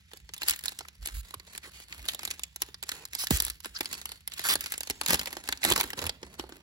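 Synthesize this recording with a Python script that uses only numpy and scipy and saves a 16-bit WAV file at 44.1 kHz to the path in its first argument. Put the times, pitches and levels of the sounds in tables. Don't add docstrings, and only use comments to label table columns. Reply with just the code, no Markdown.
import sys
import numpy as np
from scipy import signal
from scipy.fft import rfft, irfft, next_fast_len
from scipy.io import wavfile
from scipy.ndimage import uniform_filter1d

SR = 44100
rng = np.random.default_rng(int(sys.argv[2]) if len(sys.argv) > 2 else 0)


def file_out(sig):
    cols = np.atleast_2d(sig).T
    lim = np.clip(cols, -1, 1)
    pcm = np.round(lim * 32767).astype(np.int16)
    wavfile.write(sys.argv[1], SR, pcm)


N = 291942
TIME = np.arange(N) / SR
GRAIN, PRE_ROLL = 4096, 256
GRAIN_HZ = np.fft.rfftfreq(GRAIN, 1 / SR)
CEILING_HZ = 16080

# frequency in Hz, relative level in dB.
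AIR_COLOUR = [(20, -67), (40, -8.5), (65, 9.5), (110, -6.5), (180, -4), (260, -27), (600, -58),
              (2000, -18.5), (6000, -28), (16000, -56)]
# frequency in Hz, gain in dB.
ROOM_COLOUR = [(200, -11.5), (1000, -17.5), (4000, -19.5), (8000, -35), (15000, -18)]
# frequency in Hz, seconds to fall 60 dB.
ROOM_DECAY = [(200, 0.84), (1000, 0.24), (4000, 0.3), (15000, 0.034)]
# frequency in Hz, coherence from 0 to 1.
PORT_COHERENCE = [(100, .97), (800, .88), (1500, .55), (4000, .5), (6000, .35), (7900, .35), (8400, .92),
                  (16000, .88)]
# frequency in Hz, lead of the left in radians.
PORT_PHASE = [(10, 0), (700, -.4), (1500, -1.4), (2700, -3.1), (5400, -6.3), (8200, -9.6), (9200, -9.2),
              (10400, -6.6), (11600, -6.1), (12700, -3.5), (14100, -2.8), (15400, -.1)]
# frequency in Hz, left minus right in dB.
PORT_BALANCE = [(60, -1.5), (200, -4), (700, -6.5), (1300, -5), (2400, 0), (4400, -4), (8200, -0.5),
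                (15000, 0.5)]
# start in seconds, level in dB, pitch in Hz, length in seconds.
DESK_BUMPS = [(0.202, -46.5, 54.7, 0.06), (0.456, -47, 66.6, 0.085), (0.971, -35, 53.3, 0.08),
              (1.073, -32, 52, 0.18), (1.349, -46.5, 81, 0.051), (1.96, -43.5, 69.6, 0.1),
              (3.323, -20.5, 82, 0.035), (3.336, -39.5, 51.3, 0.175), (3.442, -43.5, 46.3, 0.12),
              (3.647, -51, 55.3, 0.068), (5.083, -47, 65.7, 0.2), (5.664, -44, 54.5, 0.039),
              (5.997, -36.5, 79, 0.12)]
# frequency in Hz, seconds to fall 60 dB.
FOIL_DECAY = [(200, 0.072), (700, 0.018), (1500, 0.042), (4000, 0.026), (8000, 0.021), (15000, 0.0079)]
# frequency in Hz, relative level in dB.
CRACKLE_COLOUR = [(60, -17), (150, -4.5), (330, -3), (900, -7.5), (1300, -5), (2000, 0), (3000, -2),
                  (4400, 0), (6000, -6.5), (7800, -2.5), (8500, -0.5), (11500, 6), (13300, -2),
                  (15300, -0.5)]
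# start in seconds, hold in seconds, level in dB.
FINGER_SQUEEZES = [(0.124, 0.017, -53), (0.333, 0.068, -56.5), (0.413, .11, -42), (0.649, 0.037, -43.5),
                   (.78, 0.047, -52.5), (1.029, 0.081, -46), (1.246, 0.072, -53.5), (1.477, 0.068, -51.5),
                   (1.624, 0.236, -57), (1.899, 0.11, -52.5), (2.051, 0.089, -48.5), (2.209, 0.12, -48.5),
                   (2.372, .08, -57), (2.613, 0.025, -47.5), (2.872, 0.076, -48), (3.13, .13, -46.5),
                   (3.306, 0.16, -42), (3.639, .02, -46.5), (3.748, 0.17, -50), (3.912, 0.046, -42.5),
                   (4.057, 0.077, -50.5), (4.318, 0.06, -49.5), (4.378, 0.17, -40), (4.615, 0.13, -44),
                   (4.798, 0.24, -50), (5.039, 0.17, -42.5), (5.276, .11, -48.5), (5.439, 0.085, -49),
                   (5.621, 0.2, -40.5), (5.828, 0.041, -44), (5.978, 0.061, -40.5), (6.22, .12, -59),
                   (6.384, 0.023, -50), (6.493, 0.044, -57.5)]
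# time in seconds, body in dB against the mids.
PACK_BODY = [(0, -12), (.5, -19.5), (1.2, -12), (2.2, -9.5), (3.4, -28.5), (4.1, -11.5), (4.6, -25),
             (5.35, -5), (5.7, -9), (6.05, -1), (6.62, 2.5)]
# start and end in seconds, level in dB, first and last pitch in Hz,
# jitter as a share of the pitch, panel resonance in Hz, its lift in dB.
FILM_SQUEAKS = [(0.848, 0.857, -47.5, 1950, 1400, 0.2, 1570, 13),
                (1.339, 1.34, -40, 1190, 1010, 0.2, 1090, 4),
                (1.625, 1.672, -48.5, 2300, 1897, 0.19, 2030, 0),
                (2.082, 2.101, -33, 3615, 3570, 0.14, 3720, 10),
                (3.175, 3.26, -37, 4950, 5610, 0.11, 5400, -3),
                (3.235, 3.234, -41.5, 1710, 690, 0.22, 960, 35),
                (3.746, 3.771, -42, 1350, 1350, 0.123, 5440, 26.5),
                (3.759, 3.78, -36.5, 1473, 1703, 0.074, 4500, 19.5),
                (4.437, 4.494, -37.5, 1649, 1248, 0.236, 1510, 9)]
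# start and end in seconds, level in dB,
# body and top in dB against the mids, slips per second.
SLIDES_AND_TEARS = [(0.475, 0.521, -37, -29, -3, 770), (1.141, 1.213, -50, -37, 2, 7800),
                    (1.638, 1.697, -54, -6.5, -3, 4400), (1.735, 1.843, -51.5, -29, -6.5, 8400),
                    (2.079, 2.124, -46, -25, 0, 880), (2.93, 3.046, -54, -6.5, -7, 5100),
                    (3.187, 3.247, -39, -36, 4, 10000), (3.307, 3.377, -34, -26, 2, 3400),
                    (4.439, 4.492, -35, -29, 3.5, 850), (4.491, 4.536, -26.5, -16, -0.5, 3150),
                    (5.088, 5.16, -28, -9.5, -5, 640), (5.65, 5.734, -35, -5, -7, 470),
                    (5.757, 5.813, -39, -5.5, -3, 970)]
# frequency in Hz, relative level in dB.
SNAP_COLOUR = [(60, 0.5), (150, -10), (330, 2.5), (900, -6.5), (1300, -3.5), (2000, 4), (4200, 6),
               (6000, 0), (7800, 1), (8500, -1.5), (12000, 3), (16000, -3.5)]
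# time in seconds, pitch in Hz.
LOW_HOLLOW_PITCH = [(0, 390), (5.5, 377), (5.71, 280), (6.4, 370)]
# start in seconds, level in dB, body and top in dB against
# the mids, ring of the foil panel in Hz.
CREASE_SNAPS = [(0.1147, -51.5, -7, -19, 1600), (0.1338, -44.5, -1.5, -4, 3430),
                (0.1725, -48.5, -23, 1, 4970), (0.2912, -44, -7.5, -17, 1290), (0.337, -36, -30, -6, 6800),
                (0.342, -42, -36, 1, 6800), (0.3792, -43, -33, 1, 3400), (0.4187, -30.5, -18, -9, 2700),
                (0.4323, -29.5, -15.5, -4.5, 4300), (0.4839, -23.5, -41, 5, 4740),
                (0.496, -24, -24, 3.5, 6740), (0.5083, -27, -27, 3, 4970), (0.5257, -36, -30, -8, 3000),
                (0.5358, -32.5, -29, -18, 2080), (0.5612, -41.5, -29, 3, 7300),
                (0.591, -41, -25, 2.5, 4900), (0.638, -38.5, -11.5, 3, 1600), (0.6572, -31, -29, 3, 7460),
                (0.682, -25.5, -32, -11, 3850), (0.72, -44.5, -7, -1, 5900),
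                (0.7887, -35.5, -17, 0.5, 6500), (0.8077, -41, -0.5, -18, 1410),
                (0.8841, -42, -21, -6, 1500), (1.059, -35, -21, 3, 7400), (1.0726, -36.5, -15, 6.5, 3480),
                (1.0863, -39, -12, -14, 1500), (1.342, -39.5, -6.5, 2.5, 1110),
                (1.398, -43, -13, -11, 2000), (1.55, -40, -15, -6, 1780), (1.5773, -37.5, -20, 1.5, 7400),
                (1.9253, -35, -23, -16, 2100), (1.993, -47, -11, -7, 2200), (2.0539, -44, -11, 1, 1600),
                (2.0857, -24, -23, -5, 3740), (2.147, -35.5, -11, 2, 7460), (2.1921, -36, -13, -10, 1600),
                (2.232, -37, -12, -3, 1200), (2.2515, -30, -24, -0.5, 7500), (2.276, -34, -12, -6, 4150),
                (2.3047, -35, -18, -3, 7500), (2.3108, -29, -37, -6.5, 7140),
                (2.3943, -39.5, -12, -1, 1200), (2.4348, -29, -41, -5.5, 7100),
                (2.5607, -38.5, -17, 3.5, 6200), (2.6195, -26, -14, 3.5, 5600),
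                (2.6871, -50.5, 0.5, -21, 1200), (2.7436, -38, -17, -11, 4730),
                (2.8275, -35.5, -9, 1.5, 3520), (2.8357, -37, -18, -4, 7500),
                (2.8912, -28.5, -23.5, -4, 6840), (2.9173, -31, -13.5, -3, 1500),
                (3.053, -37.5, -26, 2, 4100), (3.1332, -36.5, -21, -5, 2400),
                (3.1506, -30.5, -16.5, 2.5, 5400), (3.27, -29, -23, -3, 5400),
                (3.3071, -24.5, 1.5, 3, 4800), (3.3709, -33.5, -19, 4, 7460), (3.402, -23, -21, 2, 4000),
                (3.422, -37, -12, 13.5, 1300), (3.45, -34.5, -33, 8.5, 6800), (3.4661, -37.5, -8, 1, 3500),
                (3.4812, -37, -16, 1, 3800), (3.4997, -33.5, -25, 4, 6840), (3.6037, -46, -28, 0, 5560),
                (3.646, -36, -13, -7, 1400), (3.6571, -38.5, -0.5, 3.5, 2700),
                (3.8076, -26.5, -6, -1.5, 2260), (3.857, -30.5, -23, -8, 5000), (3.928, -35, -18, 1, 6570),
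                (3.9408, -36, -30, -6, 4900), (4.015, -39.5, -20, -4.5, 6300),
                (4.056, -34.5, -14.5, 2.5, 2800), (4.1184, -38.5, -14, 0, 4440),
                (4.276, -35, -19.5, 6, 5450), (4.3194, -38.5, -24, -16, 1920),
                (4.337, -38.5, -21, -2.5, 7500), (4.3937, -32, -11, -1, 1400), (4.4874, -26, -18, 1, 1400),
                (4.538, -28, -20, 5, 3200), (4.555, -26, -6.5, 1.5, 7500), (4.608, -34.5, -28, 5, 6800),
                (4.64, -37, -10, -2, 7400), (4.6599, -32.5, -13, -5.5, 1420), (4.7212, -33.5, -15, 7, 1700),
                (4.7392, -33.5, -10.5, -5, 4960), (4.7788, -38.5, -12, 6, 7400),
                (4.8069, -32, -12.5, 1, 3720), (4.8325, -36, -19, -2, 6700), (4.873, -37, -12, -6, 6500),
                (4.8994, -27.5, -5.5, -1, 3250), (4.9077, -30, -18, -5, 2600), (5.0127, -27, -9, -3, 1090),
                (5.062, -25, -22, -3, 6560), (5.0834, -28, -19, 2.5, 5500), (5.106, -25.5, -4.5, 3.5, 1100),
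                (5.1318, -25, -2.5, 3, 1080), (5.1431, -24, -10.5, 2.5, 3200),
                (5.1939, -26.5, -20, -3, 4560), (5.2134, -33.5, -17, -4, 2200),
                (5.2578, -33, -16, -4, 4770), (5.272, -32.5, -9, -8.5, 2220), (5.3283, -36, -8, -2, 1900),
                (5.3682, -36, -0.5, -5.5, 1830), (5.4755, -37.5, -15, -6, 1800),
                (5.4886, -26.5, -10, -4, 1700), (5.5252, -24.5, -13.5, -10, 3280),
                (5.5737, -43, -30, -5, 5000), (5.6323, -25, -29, -22, 2070), (5.6396, -25, -14, 1.5, 2000),
                (5.6493, -20, -9, -0.5, 2040), (5.7018, -25.5, -4.5, 1.5, 7000),
                (5.713, -27, 5.5, -7, 3300), (5.7215, -19, -12.5, -3.5, 3440), (5.761, -23, -12, -3, 1090),
                (5.7777, -28.5, -4.5, -1, 5930), (5.802, -25, -6, -5, 2060), (5.81, -24, -8.5, 2, 2100),
                (5.8392, -35.5, 1, 0.5, 1900), (5.9037, -35, -15, -1, 2000),
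                (5.9322, -34.5, -3.5, -10, 2870), (5.9902, -30.5, -12, -16, 2330),
                (6.0254, -36, -1, -18, 2580), (6.0661, -29, -12, -2, 1090),
                (6.094, -25.5, -14.5, -13, 4250), (6.23, -40.5, 3, -14, 1530), (6.396, -33, 2, -8, 3150),
                (6.4387, -53.5, 14, -10, 1400), (6.5226, -46.5, 3, -19, 1510)]


def amp(db):
    return 10 ** (np.asarray(db) / 20)


def unit_rms(x):
    return x / np.sqrt(np.mean(x ** 2) + 1e-20)


def curve_at(points, hz):
    knots_hz, values = np.transpose(points)
    return np.interp(np.log(hz + 1), np.log(knots_hz + 1), values)


def add(mix, start_s, sound):
    part = mix[..., max(round(start_s * SR), 0):][..., :sound.shape[-1]]
    part += sound[..., :part.shape[-1]]


def equalise(x, colour):
    size = x.shape[-1]
    return irfft(rfft(x) * amp(curve_at(colour, np.fft.rfftfreq(size, 1 / SR))), size)


def band_decay(noise, decay_table, bands=8):
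    size = noise.shape[-1]
    t, log_hz = np.arange(size) / SR, np.log(np.fft.rfftfreq(size, 1 / SR) + 1)
    centres, spectrum = np.geomspace(200, CEILING_HZ, bands), rfft(noise)
    out = 0
    for hz, solo in zip(centres, np.eye(bands)):
        band = irfft(spectrum * np.interp(log_hz, np.log(centres + 1), solo), size)
        fall = np.exp(-np.log(1000) * t / curve_at(decay_table, hz))
        out = out + band * unit_rms(fall)
    return out


def mic_ports(pair, hz, shift_s=0, pan_db=0):
    alike = np.clip(curve_at(PORT_COHERENCE, hz), 0, 1)
    left_gain = amp((curve_at(PORT_BALANCE, hz) + pan_db) / 2)
    lead = curve_at(PORT_PHASE, hz) + 2 * np.pi * hz * shift_s
    right = (alike * pair[0] + np.sqrt(1 - alike ** 2) * pair[1]) * np.exp(-1j * lead)
    return np.array([pair[0] * left_gain, right / left_gain])


def still_air(level_db=-60):
    return amp(level_db) * unit_rms(equalise(rng.standard_normal((2, N)), AIR_COLOUR))


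def room_reverb(x, build_s=0.0074, echo_s=.056, echo_db=-3, echo_decay_s=0.043):
    size = SR // 2
    t = np.arange(size) / SR
    tail = unit_rms(band_decay(rng.standard_normal((2, size)), ROOM_DECAY) * np.minimum(t / build_s, 1))
    echo = unit_rms(rng.standard_normal((2, size)) * (t > echo_s) * np.exp(-abs(t - echo_s) / echo_decay_s))
    padded = np.pad(tail + amp(echo_db) * echo, ((0, 0), (0, GRAIN)))
    response = equalise(padded, ROOM_COLOUR)[:, :size] / np.sqrt(size)
    return signal.fftconvolve(x, response, axes=1)[:, :N]


def desk_bumps(waver=0.29):
    out = np.zeros(N)
    for start, db, hz, length_s in DESK_BUMPS:
        size = int(length_s * SR)
        drift = unit_rms(uniform_filter1d(rng.standard_normal(SR), SR // 100))[:size]
        cycles = np.cumsum(hz * (1 + waver * drift)) / SR
        add(out, start, amp(db) * np.hanning(size) * np.sin(2 * np.pi * cycles))
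    return out


def resonance(centre_hz, lift_db, width=.12):
    return amp(lift_db / (1 + (np.log((GRAIN_HZ + 1) / centre_hz) / width) ** 2))


def three_bands(colour, body_hz=1000, top_hz=8000):
    above_body = 1 / (1 + (body_hz / (GRAIN_HZ + 1)) ** 6)
    top = 1 / (1 + (top_hz / (GRAIN_HZ + 1)) ** 24)
    return [unit_rms(colour * np.sqrt(share)) for share in (1 - above_body, above_body * (1 - top), top)]


def foil_clicks(count, crack_gain=0.56, crack_s=0.00034, rise_s=0.0002, lag_s=0.00108):
    t = np.arange(GRAIN) / SR
    attack = 1 - np.exp(-t / rise_s)
    ring = band_decay(rng.standard_normal((count, 2, GRAIN)), FOIL_DECAY) * attack
    crack = rng.standard_normal((count, 2, GRAIN)) * np.exp(-t / crack_s) * attack
    click = np.roll(unit_rms(ring) + crack_gain * unit_rms(crack), PRE_ROLL, axis=-1)
    delay_s = 2 * lag_s / (1 + GRAIN_HZ / 500)
    return np.exp(-2j * np.pi * np.cumsum(delay_s) * GRAIN_HZ[1]) * rfft(click)


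def crackle(level, body, top, per_s, spread_db, panel=None, panels=12):
    def strengths():
        return amp(spread_db * np.minimum(rng.exponential(1, N), 3.5))

    slips = (rng.random(N) < per_s / SR) * strengths()
    slips /= np.sqrt(np.mean(strengths() ** 2) * np.maximum(per_s, 1) / SR)
    struck = rng.integers(0, panels, N) if panel is None else panel % panels
    ticks = 0
    for k, click in enumerate(foil_clicks(panels)):
        ring = resonance(rng.uniform(2330, 7700), lift_db=4.3)
        grain = unit_rms(irfft(click * ring)) / np.sqrt(GRAIN)
        hits = (slips * (struck == k))[None]
        ticks = ticks + signal.oaconvolve(hits, grain, axes=1)[:, PRE_ROLL:][:, :N]
    out = 0
    for band, gain in zip(three_bands(amp(curve_at(CRACKLE_COLOUR, GRAIN_HZ))), (body, 1, top)):
        kernel = np.roll(irfft(band), GRAIN // 2)[None]
        out = out + gain * signal.oaconvolve(ticks, kernel, "same", axes=1)
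    return level * out


def skin_grip(depth_db):
    flutter = uniform_filter1d(uniform_filter1d(rng.standard_normal(N), size=300), size=150)
    return unit_rms(amp(depth_db * unit_rms(flutter)))


def squeeze_envelope(rise_db_per_s=896, settle_db_per_s=192.5, resting_db=-67.5):
    db = np.full(N, float(resting_db))
    for start, hold, level_db in FINGER_SQUEEZES:
        before, after = np.maximum(start - TIME, 0), np.maximum(TIME - start - hold, 0)
        db = np.maximum(db, level_db - rise_db_per_s * before - settle_db_per_s * after)
    return amp(db)


def finger_handling(crinkle_db=-5, rub_db=-4, rub_top_db=-7):
    level = squeeze_envelope()
    body = amp(np.interp(TIME, *np.transpose(PACK_BODY)))
    panel = np.searchsorted([row[0] for row in FINGER_SQUEEZES], TIME)
    crinkle = crackle(level * amp(crinkle_db), body, top=1, per_s=100, spread_db=5.0)
    rub_level = level * amp(rub_db) * skin_grip(depth_db=2.97)
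    return crinkle + crackle(rub_level, body, amp(rub_top_db), per_s=6000, spread_db=-1, panel=panel)


def film_squeaks(tilt_db_per_octave=-7, partials=6, min_samples=256):
    out = np.zeros((2, N))
    for start, end, db, first_hz, last_hz, jitter, ring_hz, lift_db in FILM_SQUEAKS:
        size = max(int((end - start) * SR), min_samples)
        wobble = unit_rms(uniform_filter1d(rng.standard_normal((2, SR)), size=30))[:, :size]
        hz = np.linspace(first_hz, last_hz, size)
        cycles = np.cumsum(hz * (1 + jitter * wobble), axis=1) / SR
        squeak = 0
        for k in range(1, partials + 1):
            ring = np.interp(k * hz, GRAIN_HZ, resonance(ring_hz, lift_db))
            gain = amp(tilt_db_per_octave * np.log2(k)) * ring * (k * hz < CEILING_HZ)
            squeak = squeak + gain * np.sin(2 * np.pi * k * cycles)
        add(out, start, amp(db) * unit_rms(squeak * signal.windows.tukey(size, .5)))
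    return out


def slides_and_tears(fade_s=0.0056):
    level, body, top, per_s = np.zeros((4, N))
    panel = np.zeros(N, int)
    for k, (start, end, db, body_db, top_db, rate) in enumerate(SLIDES_AND_TEARS):
        gate = np.clip(np.minimum(TIME - start, end - TIME) / fade_s + .5, 0, 1)
        on = gate > 0
        level[on], body[on], top[on] = amp(db) * gate[on], amp(body_db), amp(top_db)
        per_s[on], panel[on] = rate, k
    return crackle(level * skin_grip(depth_db=1.2), body, top, per_s, spread_db=2.0, panel=panel)


def seal_pop(start_s=3.3088, gain_db=-13.0, high_hz=470, low_hz=74,
             glide_s=0.0042, decay_s=0.0081, rise_s=0.0011, turbulence=0.069):
    t = np.maximum(TIME - start_s, 0)
    hz = low_hz + (high_hz - low_hz) * np.exp(-t / glide_s)
    flex = -np.sin(2 * np.pi * np.cumsum(hz * (t > 0)) / SR)
    puff_band = signal.butter(2, [120, 550], "bandpass", fs=SR, output="sos")
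    eddies = unit_rms(signal.sosfilt(puff_band, rng.standard_normal(N)))
    envelope = np.exp(-t / decay_s) * (1 - np.exp(-t / rise_s))
    return amp(gain_db) * (flex + turbulence * eddies) * envelope


def crease_snaps(ring_db=7, ripple_db=3.0, scatter_db=1.0, scatter_s=1.2e-5):
    out, count = np.zeros((2, N)), len(CREASE_SNAPS)
    foil = amp(curve_at(SNAP_COLOUR, GRAIN_HZ))
    upper_hollow = resonance(883, lift_db=11.5, width=0.13)
    trim = np.sqrt(.005 * SR / GRAIN)
    shifts_s = scatter_s * rng.standard_normal(count)
    pans_db = scatter_db * rng.standard_normal(count)
    ripples = rng.standard_normal((count, len(GRAIN_HZ)))
    ripples = uniform_filter1d(uniform_filter1d(ripples, size=50), size=40)
    for k, click in enumerate(foil_clicks(count)):
        start, db, body_db, top_db, ring_hz = CREASE_SNAPS[k]
        colour = foil * resonance(ring_hz, ring_db) * amp(ripple_db * unit_rms(ripples[k]))
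        body, mids, top = three_bands(colour)
        low_hz = np.interp(start, *np.transpose(LOW_HOLLOW_PITCH))
        hollow = upper_hollow * resonance(low_hz, lift_db=4.5 + 0.29 * body_db, width=0.29)
        snap = 0
        for band, band_db in (body * hollow, body_db), (mids, 0), (top, top_db):
            stereo = irfft(mic_ports(click * band, GRAIN_HZ, shifts_s[k], pans_db[k]))
            snap = snap + amp(band_db) * unit_rms(stereo)
        add(out, start - PRE_ROLL / SR, amp(db) * trim * snap)
    return out


def scene(pop_pan_db=3.0, bump_pan_db=1.5, room_db=-4):
    creases = crease_snaps()
    friction = finger_handling() + slides_and_tears() + film_squeaks()
    bed = still_air() + friction + amp(room_db) * room_reverb(creases + friction)
    size = next_fast_len(N + GRAIN)
    bed = irfft(mic_ports(rfft(bed, size), np.fft.rfftfreq(size, 1 / SR)), size)[:, :N]
    pop = seal_pop() * amp([[-pop_pan_db], [pop_pan_db]])
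    bumps = desk_bumps() * amp([[-bump_pan_db], [bump_pan_db]])
    return bed + bumps + pop + creases


def record(dry, low_cut_hz=41):
    low_cut = signal.butter(6, low_cut_hz, "highpass", fs=SR, output="sos")
    high_cut = signal.firwin(511, CEILING_HZ, window=("kaiser", 9), fs=SR)
    return signal.oaconvolve(signal.sosfilt(low_cut, dry), high_cut[None], "same")


dry = scene()
out = record(dry)
file_out(out)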